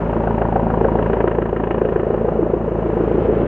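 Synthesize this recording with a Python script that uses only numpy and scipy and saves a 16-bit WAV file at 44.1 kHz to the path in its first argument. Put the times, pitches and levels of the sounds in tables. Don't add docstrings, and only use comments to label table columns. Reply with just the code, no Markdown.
import sys
import numpy as np
from scipy import signal
from scipy.fft import rfft, irfft
from scipy.io import wavfile
from scipy.ndimage import uniform_filter1d, minimum_filter1d

SR = 44100
rng = np.random.default_rng(int(sys.argv[2]) if len(sys.argv) > 2 else 0)


def pcm_store(signal):
    levels = np.round(np.clip(np.atleast_2d(signal), -1, 1) * 32767)
    wavfile.write(sys.argv[1], SR, levels.astype(np.int16).T)


N = 153027

# (slap offset [dB], rasp offset [dB])
BLADE_OFFSETS = [(1.5, 1.5), (3.5, 0.6), (1.5, 1.3), (2, 0.76)]


def amp(db):
    return 10 ** (np.asarray(db) / 20)


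def evened(x):
    return x / np.sqrt(np.mean(x ** 2, axis=-1, keepdims=True) + 1e-30)


def curve(table, t):
    s, *columns = np.transpose(table)
    return [np.interp(t, s, c) for c in columns]


def read(points, hz):
    f, value = np.transpose(points)
    return np.interp(np.log(hz + 1), np.log(f), value)


def colour(x, points, power=1, size=2048):
    x = np.pad(x, size, "reflect", reflect_type="odd")
    gain = amp(power * read(points, np.fft.rfftfreq(len(x), 1 / SR)))
    return irfft(rfft(x) * gain, len(x))[size:-size]


def noise(points):
    gain = amp(read(points, np.fft.rfftfreq(N, 1 / SR)))
    return evened(irfft(rfft(rng.standard_normal(N)) * gain, N))


def add(mix, s, sound):
    at = round(s * SR)
    sound = sound[max(-at, 0):]
    part = mix[max(at, 0):][:len(sound)]
    part += sound[:len(part)]


def flutter():
    flutter_rms_db = 2.5
    smooth = uniform_filter1d(uniform_filter1d(rng.standard_normal(N), size=700), size=400)
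    return amp(flutter_rms_db * evened(smooth))


def roar(t):
    # (frequency [Hz], density [dB per Hz])
    roar_colour = [(40, -21.5), (90, 3.5), (150, -6), (230, 1), (340, 0), (620, -6.5), (780, -13),
                   (1500, -24), (3000, -33.5), (6000, -73.5)]
    # (time [s], level [dB])
    roar_level = [(2.5, -47.5), (2.9, -41.5), (3.2, -27.5), (3.47, -23.5)]
    return amp(curve(roar_level, t)[0]) * flutter() * noise(roar_colour)


def rush(t):
    # (frequency [Hz], density [dB per Hz])
    rush_colour = [(20, -28), (45, -4.5), (100, -6.5), (150, 0.5), (230, 5), (290, -3), (380, 0.5),
                   (580, 2.5), (750, -7.5), (1000, -12), (1300, -16), (1700, -22.5), (2150, -29.5),
                   (2850, -34), (3400, -44.5), (4300, -54), (7000, -61.5), (10000, -72), (15000, -89.5)]
    # (time [s], level before the treble change [dB], treble change [dB])
    rush_level = [(0, -22.5, 2), (.4, -24.5, 2), (1.1, -21, 0), (1.5, -26.5, -0.5), (2.0, -24, 0),
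                  (2.4, -23, -1), (2.7, -25.5, 0.5), (3.0, -26.5, 6), (3.47, -21.5, -1.5)]
    treble_hz = 925
    level_db, treble_db = curve(rush_level, t)
    air = noise(rush_colour)
    high_pass = signal.butter(2, treble_hz, "high", fs=SR, output="sos")
    treble = signal.sosfiltfilt(high_pass, air)
    return amp(level_db) * (air + (amp(treble_db) - 1) * treble) + roar(t)


def whine(t):
    # (frequency [Hz], level [dB], rms waver [Hz])
    turbine_tones = [(2901, -67, 10), (6592, -80, 2)]
    out = np.zeros(N)
    for hz, db, waver_hz in turbine_tones:
        waver = evened(uniform_filter1d(rng.standard_normal(N), size=1500))
        phase = 2 * np.pi * np.cumsum(hz + waver_hz * waver) / SR
        out += np.sqrt(2) * amp(db) * np.sin(phase)
    return out


def houses(x):
    echo_db, t60_s, first_delay_s = -14.5, 0.55, 0.0069
    u = np.arange(SR // 2) / SR
    taps = rng.standard_normal(len(u)) * (rng.random(len(u)) < .02)
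    taps *= (u > first_delay_s) * amp(-60 * u / t60_s)
    return amp(echo_db) * np.std(x) * evened(signal.fftconvolve(x, taps)[:N])


def rotor_phase(t):
    # (time [s], rate [passes per s])
    blade_rate = [(0, 27.865), (1.5, 27.855), (2.0, 27.78), (3.47, 27.76)]
    lead_blade_s = 1.2418
    passes = np.cumsum(curve(blade_rate, t)[0]) / SR
    return passes - np.interp(lead_blade_s, t, passes)


def thump(t):
    # (multiple of the blade rate [1], relative level [dB])
    harmonics = [(1, -24), (2, -2), (3, -12), (4, -5), (5, -14), (6, -4), (7, -15), (8, -7)]
    # (time [s], gain on all harmonics [dB])
    thump_level = [(0, -25.5), (.35, -23.5), (.9, -23.5), (1.3, -25.5), (1.7, -28.5), (2.2, -29),
                   (2.9, -26.5), (3.47, -24.5)]
    phase = 2 * np.pi * rotor_phase(t)
    wave = sum(amp(db) * np.cos(round(k) * phase) for k, db in harmonics)
    return np.sqrt(2) * wave * amp(curve(thump_level, t)[0])


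def bursts(u, rise, fall, spectrum_db, count):
    memory = 0.92
    blades = len(BLADE_OFFSETS)
    air = rng.standard_normal((count, len(u)))
    for k in range(blades, count):
        air[k] = memory * air[k - blades] + np.sqrt(1 - memory ** 2) * air[k]
    envelope = np.exp(np.minimum(u / rise, -u / fall))
    return evened(irfft(rfft(air * envelope) * amp(spectrum_db)))


def pulse(spectrum_db):
    log_gain = np.log(amp(np.c_[spectrum_db, spectrum_db[:, -2:0:-1]]))
    return evened(np.fft.ifft(np.exp(np.conj(signal.hilbert(log_gain)))).real)


def slap_sounds(u, hz, smear_s, pitch_hz, lag_s):
    # (frequency [Hz], density [dB per Hz])
    slap_colour = [(60, -48.5), (130, -23.5), (230, -5), (290, -8.5), (350, 6), (420, 3.5), (490, 1),
                   (570, -0.5), (650, -13.5), (760, -18.5), (1000, -30.5), (1500, -35.5), (2200, -55),
                   (4000, -89)]
    centre_hz = 428.2
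    rise_over_fall, equal_smear_s = 0.83, 0.0034
    smear_s = smear_s[:, None]
    body_db = read(slap_colour, hz * centre_hz / pitch_hz[:, None])
    front = np.roll(pulse(body_db), len(u) // 2 - round(lag_s * SR), axis=1)
    scatter = bursts(u, rise_over_fall * smear_s, smear_s, body_db, count=len(pitch_hz))
    return evened(front + smear_s / equal_smear_s * scatter)


def ragged(rasps, hz, count=6):
    ragged_db, ragged_s = 1.8, .0009
    centres_hz = np.geomspace(400, 3200, count)
    bands = np.array([read(np.c_[centres_hz, one], hz) for one in np.eye(count)])
    level, late = np.moveaxis(rng.standard_normal((len(rasps), 2, count)) @ bands, 1, 0)
    phase = -2 * np.pi * hz[1] * np.cumsum(ragged_s * late, axis=1)
    return evened(irfft(rfft(rasps) * amp(ragged_db * level) * np.exp(1j * phase)))


def rasp_sounds(u, hz, bright_db):
    # (frequency [Hz], density [dB per Hz])
    rasp_colour = [(90, -16.5), (170, -4.5), (240, 11), (300, -11), (560, 0.5), (830, 7.5), (1000, 3),
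                   (1200, -5.5), (1480, -7.5), (1780, -9), (2050, -20.5), (2900, -21.5), (3400, -38),
                   (4200, -53.5), (8000, -87)]
    rise_s, fall_s, pivot_hz = 0.0019, 0.0062, 1070
    tilt_db = bright_db[:, None] * np.clip(2 * np.log2((hz + 1) / pivot_hz), -1, 1)
    rasps = bursts(u, rise_s, fall_s, read(rasp_colour, hz) + tilt_db, count=len(bright_db))
    return ragged(rasps, hz)


def blade_slaps(t, size=4096):
    # (time [s], slap level [dB], rasp level [dB], slap smear [s],
    #  rasp treble lift and bass cut [dB], slap pitch [Hz])
    flight = [(0, -36.5, -32, 0.0053, -1, 405), (.25, -29, -27, 0.0081, -2, 418.4),
              (.6, -29, -25, 0.0057, -4, 418), (.9, -25, -27.5, 0.0052, -1, 413.5),
              (1.2, -25, -29, 0.0026, 1.5, 452), (1.4, -31, -32.5, 0.003, 4, 431),
              (1.7, -24, -30, 0.0026, 2.5, 431.6), (1.9, -23.5, -37, 0.0037, 8, 446),
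              (2.1, -24, -36.5, 0.0037, 2, 442), (2.35, -23, -35.5, 0.0044, -2, 449),
              (2.6, -28.5, -38.5, 0.0035, -1, 443), (2.85, -24, -32, 0.0082, -1, 414.5),
              (3.0, -22, -35.5, 0.0081, 0, 364), (3.25, -21, -38.5, 0.0068, -1.5, 414),
              (3.47, -24, -42, 0.016, 3.5, 429.5)]
    # (time [s], extra slap [dB], extra rasp [dB], slap pitch shift [semitones])
    hard_slaps = [(.13, 1.5, 4, 0.5), (.17, 8.5, 0, 0), (.27, -1, 3.5, -0.5), (.31, 5.5, 0.5, 1),
                  (.42, 2.5, 3.5, 3), (.56, 6, 6.5, 1), (.60, 3, -2.5, 1), (.81, 7.5, 1, 0.5),
                  (.85, 6, 2.5, 1.5), (.95, 2.5, 1.5, -1.5), (.99, 2, 0, 1), (1.10, 3, 1, -0.5),
                  (1.13, -1, 2, -1), (1.21, 4, 3, 1), (1.24, 7.5, 0.5, -0.5), (1.28, 6, 3, 0),
                  (1.39, 13, 2, -1.5), (1.42, 6, -2, 0), (1.53, 7.5, -2.5, 0.5), (1.60, 0.5, 0, -4.5),
                  (1.71, 0.5, 3.5, -0.5), (1.82, 6, 0.5, 0), (1.85, 1, -1, 2.5), (1.96, 6, 3.5, -1),
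                  (2.10, 3, 4, -0.5), (2.25, 3, 3, 1), (2.28, 2, 3.5, 1.5), (2.39, 5.5, -8.5, -1.5),
                  (2.43, 5, -4.5, -2), (2.54, 9.5, 3.5, -2.5), (2.68, 4.5, -0.5, 1.5),
                  (2.82, -1.5, 1.5, 2.5), (2.97, 2, 4, 0), (3.01, 1, 1.5, 0), (3.11, 1, 1, -.5),
                  (3.18, 3, -1.5, 1.5), (3.26, 0, -1.5, 2), (3.29, 3.5, -0.5, -0.5)]
    # (time [s], rasp lag behind the pass [s], nearest-wall echo delay [s])
    paths = [(0, .003, .0095), (.6, .001, .0095), (1.2, .0003, .0135), (1.9, .0003, .0139),
             (2.3, .004, .0139), (3.47, .004, .0139)]
    slap_spread_db, rasp_spread_db = 0.4, .7
    wall_db, slap_lag_s = -13, 0.00194

    phase = rotor_phase(t)
    passes = np.arange(np.ceil(phase[0]), phase[-1]).astype(int)
    when = np.interp(passes, phase, t)
    slap_db, rasp_db, smear_s, bright_db, pitch_hz = curve(flight, when)
    db = np.c_[slap_db, rasp_db] + np.array(BLADE_OFFSETS)[passes % len(BLADE_OFFSETS)]
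    db += rng.standard_normal(db.shape) * [slap_spread_db, rasp_spread_db]
    for s, *extra_db, semitones in hard_slaps:
        k = np.argmin(abs(when - s))
        db[k] += extra_db
        pitch_hz[k] *= 2 ** (semitones / 12)

    u = (np.arange(size) - size // 2) / SR
    hz = np.fft.rfftfreq(size, 1 / SR)
    taper = signal.windows.tukey(size, .5)
    slaps = taper * slap_sounds(u, hz, smear_s, pitch_hz, slap_lag_s)
    rasps = taper * rasp_sounds(u, hz, bright_db)

    out = np.zeros(N)
    for s, (slap_gain, rasp_gain), slap, rasp in zip(when, amp(db), slaps, rasps):
        rasp_lag_s, wall_delay_s = curve(paths, s)
        start = s + u[0]
        add(out, start + rasp_lag_s, rasp_gain * rasp)
        add(out, start + slap_lag_s, slap_gain * slap)
        add(out, start + slap_lag_s + wall_delay_s, amp(wall_db) * slap_gain * slap)
    return out * np.sqrt(N / len(when) / size)


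def scene():
    # (frequency [Hz], gain of the diffuse side [dB])
    width = [(60, -47), (200, -32.5), (490, -28), (1100, -12), (2000, -11), (3000, -12), (4500, 3.5),
             (9000, 8)]
    # (frequency [Hz], left minus right [dB])
    balance = [(60, 0), (380, 0), (520, 1.3), (740, 1.6), (1130, 4), (1710, -.5), (2600, -1), (5000, .3)]
    t = np.arange(N) / SR
    slaps = blade_slaps(t)
    mid = rush(t) + whine(t) + houses(slaps) + thump(t) + slaps
    glancing = signal.hilbert(blade_slaps(t)).imag
    side = colour(glancing + houses(slaps) + rush(t), width)
    left = colour(mid + side, balance, .5)
    right = colour(mid - side, balance, -.5)
    return np.array([left, right])


def record(dry):
    ceiling, edge_hz = .83, 15200
    gain = minimum_filter1d(ceiling / np.maximum(abs(dry).max(0), ceiling), size=801)
    gain = uniform_filter1d(uniform_filter1d(gain, size=400), size=400)
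    gain = gain * signal.windows.tukey(N, .002)
    low_pass = signal.firwin(511, edge_hz, window=("kaiser", 9), fs=SR)
    return signal.oaconvolve(dry * gain, low_pass[None], "same")


dry = scene()
out = record(dry)
pcm_store(out)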